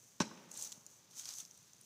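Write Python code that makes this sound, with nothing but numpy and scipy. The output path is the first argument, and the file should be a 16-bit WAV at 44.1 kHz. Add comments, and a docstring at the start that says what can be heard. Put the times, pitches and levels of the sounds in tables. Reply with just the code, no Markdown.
"""A short crunch and a woody thud: a thrown axe bites into a slab on a stand, a few metres away.
The blade splits the fibres, the blow rings the slab, and the trunks of a bare autumn wood scatter it back.
The thrower then takes two steps through dry leaves, which crackle, snap and settle
over a faint outdoor hush."""
import sys
import numpy as np
from scipy import signal
from scipy.fft import rfft, irfft
from scipy.io import wavfile

SR = 44100
rng = np.random.default_rng(int(sys.argv[2]) if len(sys.argv) > 2 else 0)


def transcribe(signal):
    """Save signal, clipped to [-1, 1], as a 16-bit WAV file at the path in sys.argv[1]."""
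    frames = np.atleast_2d(signal).T
    limited = np.clip(frames, -1, 1)
    pcm = np.round(limited * 32767).astype(np.int16)
    wavfile.write(sys.argv[1], SR, pcm)


N = 81585
TIME = np.arange(N) / SR
SCATTER_START_S = 0.21


def axe():
    """The blows ring the slab while the blade crunches through the fibres until it sticks."""
    # blade meets wood, head drives home, handle jolts: t/s, level/dB, contact time/ms
    blows = [(0.2016, -22.5, 0.36), (0.2052, 0, 0.31), (0.2145, -18.5, 0.1), (0.2172, -19, 0.093)]
    # ringing modes of slab and axe: f/Hz, level/dB, t60/s
    modes = [(209, -23.5, .055), (272, -23.5, 0.029), (379, -28.5, 0.032), (603, -38, 0.054),
             (678, -38.5, 0.043), (900, -29, 0.029), (1075, -23.5, 0.018), (1330, -50, 0.059),
             (1526, -36, 0.072), (1644, -37.5, 0.047), (2550, -41, .04), (3900, -28.5, 0.038),
             (4300, -34, 0.04), (5600, -21.5, 0.046), (5840, -16, 0.028)]
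    # fibres give way in quick spurts as the blade wedges in: t/s, level/dB
    spurts = [(0.202, -30.5), (0.2056, -34), (0.2119, -34.5), (0.2166, -35), (0.2188, -39)]
    # tone of the splitting fibres: f/Hz, level/dB
    split_colour = [(70, -44), (200, -2.5), (600, 1), (1300, -1.5), (2000, -7), (3200, -3), (4800, -8),
                    (5900, 6), (7200, -6.5), (9000, -12), (11000, -34), (15000, -26)]
    force = sum(from_db(db) * push(s, ms / 1000) for s, db, ms in blows)
    thud = sum(from_db(db) * ring(force, hz, t60) for hz, db, t60 in modes)
    wedge = np.sqrt(sum((from_db(db) * dying(s, t60=0.035)) ** 2 for s, db in spurts))
    crunch = wedge * colour(grains(per_s=9000, spread_db=0.7), split_colour)
    return high_pass(thud, hz=146) + crunch  # the slab is too small to radiate deep bass


def trunk_echoes(hit):
    """The biggest trunks each throw back one band of the hit."""
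    # single returns: delay/s, level/dB, centre f/Hz
    returns = [(0.031, -22, 248), (.06, -22, 173), (0.104, -28.5, 192), (.108, -19, 1190),
               (0.127, -26, 250), (.168, -33, 231), (0.171, -22.5, 2600)]
    out = 0
    for delay, db, hz in returns:
        late = np.interp(TIME - delay, TIME, hit, left=0) + 1e-18
        out = out + from_db(db) * double_resonance(late, hz, width_hz=hz)
    return out


def trunk_scatter():
    """Quick scatter from the ground and near trees, then a long thin tail from the wood."""
    # scattered blow per third octave: f/Hz, early level/dB, late level/dB, late t60/s
    wood = [(89.5, -67, -81, 0.71), (143, -52.5, -60, 0.81), (200, -40.5, -59.5, 1.68),
            (308, -49, -62.5, 1.2), (426, -54, -70.5, 2.7), (604, -47, -64.5, 2.7), (716, -65, -73, 2.5),
            (913, -66, -64, 2.44), (1230, -57, -70, 2.7), (1820, -57.5, -69, 2), (2530, -49, -70.5, 2.3),
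            (4000, -66, -66.5, 1.2), (4700, -46, -72, 1.2), (6100, -59, -49, 0.48),
            (8400, -63, -67.5, 0.33), (13700, -85, -80, 0.32)]
    hz, *columns = np.transpose(wood)
    edges = 1000 * 2 ** (np.arange(-12, 13) / 3)
    out = 0
    for low, high in zip(edges, edges[1:]):
        early_db, late_db, t60 = (np.interp(np.log(low * high) / 2, np.log(hz), c) for c in columns)
        early = from_db(early_db) * dying(SCATTER_START_S, t60=0.17)
        late = from_db(late_db) * dying(SCATTER_START_S, t60)
        band = signal.butter(3, [low, high], "band", fs=SR, output="sos")
        reflections = signal.sosfilt(band, grains(per_s=3000, spread_db=2.0) + 1e-18)
        out = out + np.hypot(early, late) * rms_one(reflections)
    return out


def lingering_rings():
    """Narrow, diffuse rings carried back by the wood."""
    # pitches of the blow that hang in the echo: f/Hz, width/Hz, level/dB, t60/s
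    pitches = [(897, 120, -63, 1.4), (3990, 220, -58, 0.43)]
    out = 0
    for hz, width_hz, db, t60 in pitches:
        band = rms_one(double_resonance(rng.standard_normal(N), hz, width_hz))
        out = out + from_db(db) * dying(SCATTER_START_S, t60) * band
    return out


def leaves():
    """Fine crackle follows the feet; under full weight a duller crush joins it."""
    # envelopes of the brushing and of the crush under the sole: t/s, level/dB
    brush_curve = [(0, -63.5), (.11, -66), (.17, -68.5), (.48, -69), (.53, -58), (.59, -48), (.64, -47),
                   (.68, -52.5), (.705, -59.5), (.725, -54), (.745, -60), (.83, -67), (.93, -62.5),
                   (1.0, -68.5), (1.09, -71.5), (1.15, -57.5), (1.19, -47.5), (1.225, -55), (1.29, -51),
                   (1.36, -51.5), (1.405, -50.5), (1.43, -57.5), (1.48, -65.5), (1.58, -65), (1.78, -69.5),
                   (1.85, -63)]
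    crush_curve = [(0, -96), (.52, -76), (.56, -58.5), (.61, -57.5), (.67, -60), (.7, -67), (.75, -67.5),
                   (.8, -82), (1.08, -75), (1.14, -67.5), (1.195, -57), (1.22, -61.5), (1.3, -54.5),
                   (1.37, -66.5), (1.405, -58.5), (1.46, -74.5), (1.85, -76)]
    # tone of brushed and of crushed leaves: f/Hz, level/dB
    brush_colour = [(300, -35.5), (2000, -37.5), (4000, -15), (5200, -9), (6100, 4), (6900, -1), (8000, -6),
                    (10000, -12.5), (12500, -15.5), (15500, -16.5)]
    crush_colour = [(100, -9), (500, -10), (1100, -3), (1900, -6), (2800, -3.5), (4000, 1.5), (5500, 2),
                    (9000, -16.5), (15000, -20)]
    brush_db, crush_db = (np.interp(TIME, *np.transpose(curve)) for curve in (brush_curve, crush_curve))
    brush = from_db(brush_db) * colour(grains(per_s=7500, spread_db=3.5), brush_colour)
    crush = from_db(crush_db) * colour(grains(per_s=3000, spread_db=3.3), crush_colour)
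    return brush + crush


def snaps():
    """Each snap is a tiny burst of fractures that rings its leaf; thicker stalks add a lower bite."""
    # single leaves and twigs breaking: t/s, peak level/dB, leaf f/Hz, relative bite level/dB
    breaks = [(0.515, -36, 6700, -24), (.5285, -50, 8000, -26), (0.54, -42, 7800, -26),
              (.5742, -33, 7500, -33), (0.6115, -35, 6700, -10), (.6235, -29.5, 6500, -15),
              (0.6266, -37, 8200, -22), (0.6367, -33.5, 6550, -12.5), (0.648, -33.5, 6950, -15),
              (0.671, -48, 6150, -2), (0.72, -34, 6850, -6), (0.7247, -34, 5930, -6),
              (0.8642, -37, 6310, -25), (1.1103, -49, 6140, -6), (1.177, -41, 6100, -13),
              (1.185, -40, 6400, -14), (1.1956, -32.5, 6640, -10), (1.2553, -34, 5730, -9),
              (1.2894, -32, 5600, -18), (1.305, -37, 5860, -8.5), (1.3371, -37.5, 5930, -7.5),
              (1.3847, -33.5, 6550, -15), (1.401, -35, 6400, -5.5), (1.404, -36, 6440, -16),
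              (1.451, -42, 5700, -11), (1.5106, -43, 6200, -19), (1.5753, -50.5, 8700, -12),
              (1.7335, -45, 6450, -12.5), (1.8125, -45, 9500, -17)]
    low_cut_hz, crack_db = 4230, -19
    out = 0
    for s, db, hz, bite_db in breaks:
        burst = rng.standard_normal(N) * dying(s, t60=0.013) + 1e-18
        leaf = high_pass(resonance(burst, hz, width_hz=750), low_cut_hz)
        stalk = double_resonance(burst, hz=3650, width_hz=1340)
        crack = high_pass(burst, low_cut_hz)  # the broad, bright edge
        snap = rms_one(leaf) + from_db(bite_db) * rms_one(stalk) + from_db(crack_db) * rms_one(crack)
        out = out + from_db(db) * snap / np.abs(snap).max()
    return out


def heels():
    """Each heel sets down with a soft, low bump in the soil."""
    # heel contacts: t/s, level/dB
    footfalls = [(0.774, -48.5), (1.425, -55.5)]
    force = sum(from_db(db) * push(s, length_s=0.0012) for s, db in footfalls)
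    return high_pass(ring(force, hz=188.5, t60=0.036), hz=120.5)


def hush():
    """Far wind and hiss make a faint, steady bed."""
    # tone of the outdoor air: f/Hz, level/dB
    air_colour = [(25, 12.5), (55, -6), (105, 8.5), (180, 2), (300, -5.5), (550, -9), (1000, -11),
                  (2000, -13.5), (4500, -13), (6300, -13.5), (8500, -35), (11000, -23.5), (15000, -20)]
    return from_db(-66.5) * colour(rng.standard_normal(N), air_colour)


def from_db(db):
    """Decibels to gain."""
    return 10 ** (np.asarray(db) / 20)


def rms_one(x):
    """Scale to rms 1."""
    return x / np.sqrt(np.mean(x ** 2) + 1e-20)


def colour(x, spectrum):
    """Causal (minimum-phase) EQ with the given curve; the result has rms 1."""
    hz, db = np.transpose(spectrum)
    size = 2 * N
    grid = np.maximum(np.fft.rfftfreq(size, 1 / SR), 1)
    gain = from_db(np.interp(np.log(grid), np.log(hz), db))
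    cepstrum = irfft(np.log(gain))
    cepstrum[1:N] *= 2
    cepstrum[N + 1:] = 0
    return rms_one(irfft(rfft(x, size) * np.exp(rfft(cepstrum)))[:N])


def ring(x, hz, t60):
    """A unit click sets a sine of height 1 ringing."""
    r, w = from_db(-60 / (t60 * SR)), 2 * np.pi * hz / SR
    return signal.lfilter([0, np.sin(w)], [1, -2 * r * np.cos(w), r * r], x + 1e-18)


def dying(start, t60):
    """Envelope that jumps to 1 and dies away."""
    return (TIME >= start) * np.exp(-np.log(1000) * np.maximum(TIME - start, 0) / t60)


def push(start, length_s):
    """One smooth contact of unit area."""
    progress = np.clip((TIME - start) / max(length_s, 3 / SR), 0, 1)
    pulse = np.sin(np.pi * progress) ** 2
    return pulse / (pulse.sum() + 1e-12)


def grains(per_s, spread_db):
    """Random clicks, many small and a few large."""
    sizes = from_db(spread_db * np.minimum(rng.exponential(1, N), 5))
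    return sizes * rng.choice([-1, 1], N) * (rng.random(N) < per_s / SR)


def high_pass(x, hz):
    """Shed what lies below hz."""
    return signal.sosfilt(signal.butter(2, hz, "high", fs=SR, output="sos"), x)


def resonance(x, hz, width_hz):
    """A broad peak with gain 1 on top."""
    return signal.lfilter(*signal.iirpeak(hz, hz / width_hz, fs=SR), x)


def double_resonance(x, hz, width_hz):
    """The same peak twice, for steeper skirts."""
    return resonance(resonance(x, hz, width_hz), hz, width_hz)


def scene():
    """The hit and its echo, the steps and the hush, in mono."""
    hit = axe()
    bed = hush()
    echo = trunk_scatter() + trunk_echoes(hit)
    steps = leaves() + snaps() + heels()
    return (hit + echo + lingering_rings() + steps + bed)[None]


def record(dry):
    """The microphone sheds the deep bass; the top is cut steeply."""
    low_cut_hz, high_cut_hz = 137, 15450
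    top_cut = signal.ellip(10, .1, 70, high_cut_hz, fs=SR, output="sos")
    return signal.sosfilt(top_cut, high_pass(dry, low_cut_hz))


dry = scene()
out = record(dry)
transcribe(out)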